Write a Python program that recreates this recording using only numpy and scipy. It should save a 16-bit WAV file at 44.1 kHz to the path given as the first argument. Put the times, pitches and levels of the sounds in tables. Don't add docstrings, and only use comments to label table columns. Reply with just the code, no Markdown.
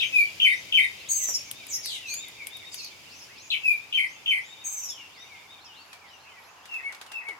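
import sys
import numpy as np
from scipy import signal
from scipy.fft import rfft, irfft, next_fast_len
from scipy.io import wavfile
from scipy.ndimage import uniform_filter1d

SR = 44100
rng = np.random.default_rng(int(sys.argv[2]) if len(sys.argv) > 2 else 0)


def unload_audio(sound):
    columns = np.transpose(np.atleast_2d(sound))
    steps = np.round(np.clip(columns, -1, 1) * 32767)
    wavfile.write(sys.argv[1], SR, steps.astype(np.int16))


N = 325899

ARCH_NOTE = dict(length_s=0.14, from_hz=3200, top_hz=6240, to_hz=3900, top_s=.108, attack_s=0.022, release_s=0.022)
DROOP_NOTE = dict(length_s=.145, from_hz=3300, to_hz=2502, bend=2.3, attack_s=0.047, release_s=0.045)
# multiple, level_db
PURE_TONE = [(1, 0)]
SQUEAK_TONE = [(1, -1.5), (2, -13.5), (3, -16)]


def from_db(db):
    return 10 ** (np.asarray(db) / 20)


def unit_rms(x):
    return x / np.sqrt(np.mean(x ** 2) + 1e-20)


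def panned(x, pan_db):
    return x * from_db([[pan_db / 2], [-pan_db / 2]])


def add(out, x, start_s):
    at = round(start_s * SR)
    x = x[:, max(-at, 0):N - at]
    out[:, max(at, 0):max(at, 0) + x.shape[1]] += x


def at_hz(points, hz):
    points_hz, values = np.transpose(points)
    return np.interp(np.log(hz + 1), np.log(points_hz), values)


def wander(size, rate_hz):
    at = np.arange(size) * rate_hz / SR
    return np.interp(at, np.arange(4000), rng.standard_normal(4000))


def coloured(spectrum, size):
    # freq_hz, correlation
    likeness = [(60, 0.8), (150, 0.48), (380, 0.38), (950, 0.58), (2380, -0.27), (5980, 0.16),
                (15000, 0.14)]
    hz = np.arange(size // 2 + 1) * SR / size
    alike = np.clip(at_hz(likeness, hz), 0, 1)
    mid, side = rfft(rng.standard_normal((2, size)))
    skirts = np.minimum(hz / spectrum[0][0], 1) ** 2 / np.maximum(hz / spectrum[-1][0], 1) ** 2
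    ears = np.sqrt(1 + alike) * mid + np.sqrt(1 - alike) * side * [[1], [-1]]
    return unit_rms(irfft(ears * from_db(at_hz(spectrum, hz)) * skirts, size))


def phase_of(hz, rough):
    return 2 * np.pi * np.cumsum(hz * (1 + rough * wander(len(hz), rate_hz=700))) / SR


def rough_sine(size, hz, rough):
    return np.sin(phase_of(np.full(size, hz), rough))


def envelope(db):
    return np.sqrt(2) * from_db(db) * signal.windows.tukey(len(db), .06)


def swell_db(t, attack_s, release_s, edge_db=-16.5):
    return edge_db * (np.maximum(1 - t / attack_s, 0) + np.maximum(1 - (t[-1] - t) / release_s, 0))


def glide(length_s, from_hz, to_hz, bend, attack_s, release_s):
    t = np.arange(0, length_s, 1 / 2000)
    way = np.expm1(-bend * t / length_s) / np.expm1(-bend)
    return np.column_stack([t, from_hz + (to_hz - from_hz) * way, swell_db(t, attack_s, release_s)])


def arch(length_s, from_hz, top_hz, to_hz, top_s, attack_s, release_s):
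    t = np.arange(0, length_s, 1 / 2000)
    sag = np.where(t < top_s, (top_hz - from_hz) / top_s ** 2, (top_hz - to_hz) / (length_s - top_s) ** 2)
    return np.column_stack([t, top_hz - sag * (t - top_s) ** 2, swell_db(t, attack_s, release_s)])


def zigzag(note, swing, rate_hz, crest_s):
    t, hz, db = note.T
    return np.column_stack([t, hz * (1 + swing * np.cos(2 * np.pi * rate_hz * (t - crest_s))), db])


def strokes(rows, bend, attack_s, release_s):
    return np.vstack([glide(length_s, from_hz, to_hz, bend, attack_s, release_s) + [start_s, 0, db]
                      for start_s, length_s, from_hz, to_hz, db in rows])


def gesture(note, stretch):
    times_s, *curves = np.transpose(note)
    times_s = np.maximum.accumulate(times_s) * stretch
    t = np.arange(int(times_s[-1] * SR)) / SR
    return [t] + [uniform_filter1d(np.interp(t, times_s, curve), size=130) for curve in curves]


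def sing(note, calls, partials, rough, warble=0, warble_hz=0, beak_hz=13000):
    out = np.zeros((2, N))
    for start_s, level_db, pitch_ratio, stretch, pan_db in calls:
        t, hz, db = gesture(note, stretch)
        hz = hz * pitch_ratio * (1 + warble * np.sin(2 * np.pi * warble_hz * t))
        phase = phase_of(hz, rough)
        tone = sum(from_db(k_db) * np.sin(k * phase) / (1 + (k * hz / beak_hz) ** 10)
                   for k, k_db in partials)
        add(out, panned(tone * envelope(db + level_db), pan_db), start_s)
    return out


def pond(x, direct_db, echo_db, leaves_db, leaves_t60_s, woods_db, woods_t60_s, ahead=False):
    # delay_s, level_db
    left_echoes = [(.0113, -3), (.0262, -15), (.0431, -21.5), (.0705, -18)]
    right_echoes = [(.0087, -3.5), (.0208, -7.5), (0.0366, -25.5), (0.0623, -16.5)]
    t = np.arange(int(1.5 * SR)) / SR
    response = np.zeros((2, len(t)))
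    onset = 1 - np.exp(-t / 0.0064)
    for level_db, t60_s in ((leaves_db, leaves_t60_s), (woods_db, woods_t60_s)):
        tail = rng.standard_normal(response.shape) * from_db(-60 * t / t60_s) * onset
        response += from_db(level_db) * unit_rms(tail) / np.sqrt(len(t))
    right_lag_samples = 0 if ahead else 6
    response[[0, 1], [0, right_lag_samples]] += from_db(direct_db)
    for ear, echoes in enumerate((left_echoes, right_echoes)):
        for delay_s, db in echoes:
            response[ear, int(delay_s * SR)] += from_db(db + echo_db)
    return signal.fftconvolve(x, response, axes=1)[:, :N]


def background():
    # freq_hz, density_db
    rumble_spectrum = [(25, -26), (40, -12), (60, -10), (80, -4), (95, -1.5), (130, -2.5), (170, -33)]
    air_spectrum = [(76, -37), (130, -1), (248, -2.5), (285, -0.5), (322, -1.5), (502, -3), (591, -2),
                    (662, -4), (900, -18), (1170, -56), (1980, -120)]
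    rush_spectrum = [(240, -57), (400, -11), (486, -12), (615, -10.5), (753, -2.5), (927, -1.5),
                     (1520, -6.5), (1900, -8.5), (2470, -34), (4180, -120)]
    hiss_spectrum = [(940, -29), (1600, -7), (1800, -6), (2290, 4), (3110, 1), (4030, -3.5), (4490, -3),
                     (4990, 0), (5180, -3.5), (7260, -6), (8000, -12.5), (12500, -13.5), (15100, -18),
                     (16000, -18)]
    bed = dict(rumble_db=-63.5, rumble_fall_db=2.0, hum_db=-69, hum_fall_db=0.86, air_db=-56.5, air_fall_db=1.53, hiss_db=-46, hiss_fall_db=1.7)
    # time_s, level_db
    rush_swell = [(0.0, -62.5), (2.59, -63), (5.7, -59), (7.16, -55), (7.39, -54.5)]
    t = np.arange(N) / SR
    rumble, air, rush, hiss = [coloured(spectrum, next_fast_len(N))[:, :N] for spectrum in
                               (rumble_spectrum, air_spectrum, rush_spectrum, hiss_spectrum)]
    hum_db = bed["hum_db"] - bed["hum_fall_db"] * t + 0.52 * wander(N, rate_hz=4)
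    hum = from_db(hum_db) * rough_sine(N, hz=95, rough=0.0603)
    rumble *= from_db(bed["rumble_db"] - bed["rumble_fall_db"] * t)
    air *= from_db(bed["air_db"] - bed["air_fall_db"] * t)
    rush *= from_db(np.interp(t, *np.transpose(rush_swell)) + 2.5)
    hiss *= from_db(bed["hiss_db"] - bed["hiss_fall_db"] * t + 0.67 * wander(N, rate_hz=8.5))
    return panned(rumble + hum, 3.2) + panned(air, 1.3) + panned(rush, -1.6) + panned(hiss, 1.0)


def crickets(pitch_hz=4950, pulse_hz=26.3, level_db=-53, fade_db=16, buzz_hz=11300, buzz_s=.1):
    # start_s, level_db
    buzzes = [(5.419, -80), (5.85, -68), (6.389, -65)]
    pulses = (.5 + .5 * rough_sine(N, pulse_hz, rough=0.26)) ** 2
    pulses *= from_db(level_db - fade_db * (np.arange(N) / N) ** 2)
    out = np.array([pulses * rough_sine(N, pitch_hz, rough=0.029) for ear in range(2)])
    size = int(buzz_s * SR)
    for start_s, db in buzzes:
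        buzz = np.array([rough_sine(size, buzz_hz, rough=0.0126) for ear in range(2)])
        add(out, buzz * envelope(np.full(size, db)), start_s)
    return out


def knocks(events, spectrum, t60_s, gain_db, tail_db, tail_t60_s, attack_s=0.00042):
    out, t = np.zeros((2, N)), np.arange(SR // 4) / SR
    decay = from_db(-60 * t / t60_s) + from_db(tail_db - 60 * t / tail_t60_s)
    onset = 1 - np.exp(-(t / attack_s) ** 2)
    for start_s, db in events:
        add(out, coloured(spectrum, len(t)) * onset * decay * from_db(db + gain_db), start_s)
    return out


def ticks():
    # start_s, level_db
    hits = [(1.512, -21), (1.6666, -32), (1.8576, -21.5), (2.139, -20.5), (2.282, -32.5), (2.4688, -22.5),
            (2.568, -33), (2.7425, -22.5), (2.8452, -33.5)]
    # freq_hz, density_db
    spectrum = [(1500, -5), (3000, 6), (6000, -7), (9000, 8.5), (13000, 5.5), (16000, -13)]
    out = knocks(hits, spectrum, t60_s=0.012, gain_db=1.5, tail_db=-21, tail_t60_s=0.12, attack_s=0.0013)
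    return panned(out, pan_db=5.5)


def tackle():
    # start_s, level_db
    hits = [(5.9299, -45), (6.6548, -47.5), (6.7406, -49), (6.9232, -44), (6.9473, -46.5), (7.013, -42),
            (7.063, -49.5), (7.1174, -42), (7.2851, -46)]
    # freq_hz, density_db
    spectrum = [(300, -5.5), (1500, 7.5), (4000, 5), (6000, 0), (11000, -5), (16000, -18)]
    return knocks(hits, spectrum, t60_s=0.036, gain_db=3, tail_db=-6.5, tail_t60_s=0.23)


def plops():
    # start_s, level_db
    hits = [(1.286, -44.5), (1.305, -50), (7.288, -46)]
    # freq_hz, density_db
    spectrum = [(200, -33), (480, 4.5), (800, -2), (1600, -4.5), (3000, -12)]
    return knocks(hits, spectrum, t60_s=0.052, gain_db=5.5, tail_db=-8.5, tail_t60_s=0.15)


def seat_creak():
    creak = dict(length_s=0.113, from_hz=480, to_hz=254, bend=1.27, attack_s=0.022, release_s=0.075)
    # start_s, level_db, pitch_ratio, stretch, pan_db
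    creaks = [(7.287, -58, .95, .94, 0)]
    return sing(glide(**creak), creaks, SQUEAK_TONE, rough=0.053)


def chorus(note, pitch_ratios, stretches, level_db, spread_db, fade_db, count):
    jitter, loud, pitch, length, side = rng.random((count, 5)).T
    progress = (np.arange(count) + jitter) / count
    calls = np.column_stack([progress * N / SR - .1,
                             level_db + spread_db * (loud - .5) - fade_db * progress,
                             np.interp(pitch, (0, 1), pitch_ratios),
                             np.interp(length, (0, 1), stretches),
                             6 * (side - .5)])
    return sing(note, calls, PURE_TONE, rough=0.011)


def deep_birds():
    return (chorus(glide(**DROOP_NOTE), pitch_ratios=(.72, 1.1), stretches=(.3, .7),
                   level_db=-52, spread_db=8, fade_db=6, count=70)
            + chorus(arch(**ARCH_NOTE), pitch_ratios=(.36, .7), stretches=(.3, .7),
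                     level_db=-56, spread_db=8, fade_db=7, count=60))


def perch(rows, pan_db):
    return [(*row, 1, 1)[:4] + (pan_db,) for row in rows]


def far_birds():
    peep = dict(length_s=0.0863, from_hz=3330, top_hz=3707, to_hz=3420, top_s=0.0598, attack_s=0.036, release_s=0.019)
    # start_s, level_db
    peeps = [(.47, -44.5), (.78, -44), (1.53, -52.5), (2.17, -45.5), (2.495, -46), (2.612, -50),
             (4.47, -51.5), (4.557, -52.5), (5.165, -52), (5.47, -53)]
    # start_s, level_db, pitch_ratio
    arches = [(-.03, -52.5, 1.03), (.14, -53, 0.75), (.49, -54, 1.0), (1.04, -52.5, 0.76),
              (1.38, -54.5, 1.05), (3.08, -55.5, 0.99), (3.35, -55.5, 1.09), (4.035, -59.5, 1.05),
              (4.39, -61, 1.17), (5.13, -59, .97), (5.715, -59.5, 0.73), (6.05, -65.5, .96)]
    # start_s, level_db, pitch_ratio, stretch
    droops = [(2.005, -41.5, 0.93, 1.14), (2.38, -42.5, 0.84, 0.5), (2.6, -58, .74, 0.45),
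              (4.875, -51, 1.27, 0.56), (4.92, -50.5, 1.056, 1.18), (5.27, -51.5, 0.82, .85),
              (5.645, -56, 1.08, 0.85), (6.07, -58, 1.06, 0.89), (6.27, -59.5, 0.75, 1.1)]
    return (sing(arch(**ARCH_NOTE), perch(arches, pan_db=3), PURE_TONE, rough=0.01)
            + sing(arch(**peep), perch(peeps, pan_db=6), PURE_TONE, rough=0.0034)
            + sing(glide(**DROOP_NOTE), perch(droops, pan_db=1), PURE_TONE, rough=0.015)
            + chorus(arch(**ARCH_NOTE), pitch_ratios=(1, 1.2), stretches=(.85, 1.15),
                     level_db=-62, spread_db=4, fade_db=9, count=9)
            + chorus(arch(**peep), pitch_ratios=(.95, 1.02), stretches=(.85, 1.15),
                     level_db=-53, spread_db=4, fade_db=14, count=7))


def trills(throb_hz=17.13, throb_db=8, rasp_hz=259, fade_db_per_s=23):
    low_voice = dict(length_s=.3, from_hz=6620, to_hz=5266, bend=-1.8, attack_s=0.0018, release_s=0.014)
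    # start_s, level_db, pitch_ratio, stretch, pan_db
    calls = [(1.083, -28.5, 1, 0.94, 1), (4.637, -35.5, .99, 0.92, 1)]
    out = np.zeros((2, N))
    for start_s, level_db, pitch_ratio, stretch, pan_db in calls:
        t, low_hz, db = gesture(glide(**low_voice), stretch)
        high_hz = np.linspace(8350, 6730, len(t))
        flutter = rough_sine(len(t), rasp_hz, rough=0.26) * (0.72 + 0.34 * t / t[-1])
        low = phase_of(low_hz * pitch_ratio * (1 + 0.031 * flutter), rough=0.0151)
        high = phase_of(high_hz * pitch_ratio * (1 + 0.061 * flutter), rough=0.0151)
        coupled = np.sin(2 * low) + 0.5 * np.sin(low + high) + 0.46 * np.sin(2 * high)
        tone = np.sin(low) + from_db(-6) * np.sin(high) + from_db(-15) * coupled
        throb = -throb_db * np.sqrt(t / t[-1]) * np.cos(2 * np.pi * throb_hz * t)
        add(out, panned(tone * envelope(db + level_db + throb - fade_db_per_s * t), pan_db), start_s)
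    return out


def answering_bird():
    squeak = dict(length_s=.095, from_hz=8300, to_hz=5760, bend=2.5, attack_s=0.069, release_s=.01)
    swoop = dict(length_s=.175, from_hz=6350, to_hz=3014, bend=2.8, attack_s=0.016, release_s=0.043)
    wheeze = dict(length_s=.15, from_hz=5600, to_hz=7140, bend=1.4, attack_s=0.038, release_s=.006)
    pip = dict(length_s=0.0393, from_hz=6690, to_hz=5020, bend=5.76, attack_s=0.005, release_s=0.026)
    # start_s, level_db, pitch_ratio, stretch, pan_db
    squeaks = [(1.678, -27, 1, 0.89, 1), (2.69, -46.5, 1, 1.9, .8), (3.133, -47.5, .89, 1.2, 0)]
    swoops = [(1.819, -34, 1, 1, 2.7), (2.71, -44.5, 1.42, 0.71, 1)]
    wheezes = [(2.054, -37, 1, .93, 2.2), (2.057, -39, .655, .62, 4.7)]
    pips = [(2.713, -41.5, 0.9, 1, 1), (2.775, -39, .8, 1.3, 1), (2.825, -39.5, .84, 1.4, 1),
            (5.643, -46.5, 0.99, 0.69, 0)]
    squeak_note = zigzag(glide(**squeak), swing=0.111, rate_hz=37, crest_s=0.021)
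    return (trills()
            + sing(squeak_note, squeaks, SQUEAK_TONE, rough=0.0358, beak_hz=15200)
            + sing(glide(**swoop), swoops, SQUEAK_TONE, rough=0.044, warble=0.153, warble_hz=56.6)
            + sing(glide(**wheeze), wheezes, SQUEAK_TONE, rough=0.0373)
            + sing(glide(**pip), pips, PURE_TONE, rough=0.048))


def after(calls, delay_s, gain_db=0):
    return [(start_s + delay_s, db + gain_db, 1, stretch, pan_db)
            for start_s, db, _, stretch, pan_db in calls]


def near_bird():
    chip = dict(length_s=.074, from_hz=3700, to_hz=2660, bend=3, attack_s=0.0031, release_s=0.023)
    slur = dict(length_s=.12, from_hz=2680, to_hz=2316, bend=0.88, attack_s=0.03, release_s=0.031)
    sigh = dict(length_s=0.11, from_hz=2915, to_hz=2552, bend=0.08, attack_s=0.051, release_s=.033)
    drop = dict(length_s=0.042, from_hz=2400, to_hz=1870, bend=2.34, attack_s=.004, release_s=0.011)
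    hook = dict(length_s=0.093, from_hz=2020, top_hz=2242, to_hz=1850, top_s=.04, attack_s=0.044, release_s=0.039)
    # start_s, length_s, from_hz, to_hz, level_db
    fall_strokes = [(0, .013, 3808, 2322, -2), (.02, 0.032, 3169, 3036, 0.5), (.05, .036, 2665, 2034, -0.5),
                    (.089, .016, 2650, 1970, -4.5), (.111, .028, 2460, 1921, -5.5)]
    # start_s, level_db, pitch_ratio, stretch, pan_db
    chips = [(-.01, -24, 1, 0.98, 6.5), (3.501, -25.5, 0.96, .92, 5.5)]
    slurs = [(.123, -18, 0.98, 1, 3.6), (3.631, -20, 1, 0.97, 4.2)]
    falls = [(0.398, -16.5, 1, 0.98, 4.1), (.722, -16.5, 1, 0.94, 3.9), (3.924, -21.5, 1, 0.95, 4.4),
             (4.258, -21.5, 1, 0.95, 2.6)]
    sighs = [(6.689, -32.5, 0.97, 1, 3.3), (7.111, -34.5, 0.97, 0.93, 5.8)]
    # multiple, level_db
    partials = [(1, 0.5), (2, -31), (3, -39.5), (4, -29.5), (5, -24.5), (6, -46)]
    chip_note = zigzag(glide(**chip), swing=0.1764, rate_hz=39, crest_s=.008)
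    fall_note = strokes(fall_strokes, bend=1.4, attack_s=0.00091, release_s=0.0061)
    return (sing(chip_note, chips, partials, rough=0.041)
            + sing(glide(**slur), slurs, partials, rough=0.00082)
            + sing(fall_note, falls, partials, rough=0.015)
            + sing(glide(**sigh), sighs, partials, rough=0.0056, beak_hz=12500)
            + sing(glide(**drop), after(sighs, delay_s=.09, gain_db=-12), PURE_TONE, rough=0.051)
            + sing(arch(**hook), after(sighs, delay_s=.13), partials, rough=0.015, beak_hz=11300))


def scene():
    birds = pond(answering_bird(), direct_db=-7, echo_db=-2, leaves_db=-0.5, leaves_t60_s=0.14,
                 woods_db=-8.5, woods_t60_s=0.48)
    birds += pond(near_bird(), direct_db=-2.5, echo_db=-2, leaves_db=-4.5, leaves_t60_s=0.22,
                  woods_db=-25, woods_t60_s=1.74)
    birds += pond(far_birds(), direct_db=0.5, echo_db=-5, leaves_db=-1, leaves_t60_s=0.14,
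                  woods_db=-1.5, woods_t60_s=1.0, ahead=True)
    birds += pond(deep_birds(), direct_db=-2, echo_db=-0.5, leaves_db=-6, leaves_t60_s=0.23,
                  woods_db=-6, woods_t60_s=1.0, ahead=True)
    return birds + ticks() + tackle() + plops() + seat_creak() + crickets() + background()


def record(dry):
    return signal.sosfilt(signal.ellip(12, .1, 90, 16000, fs=SR, output="sos"), dry)


dry = scene()
out = record(dry)
unload_audio(out)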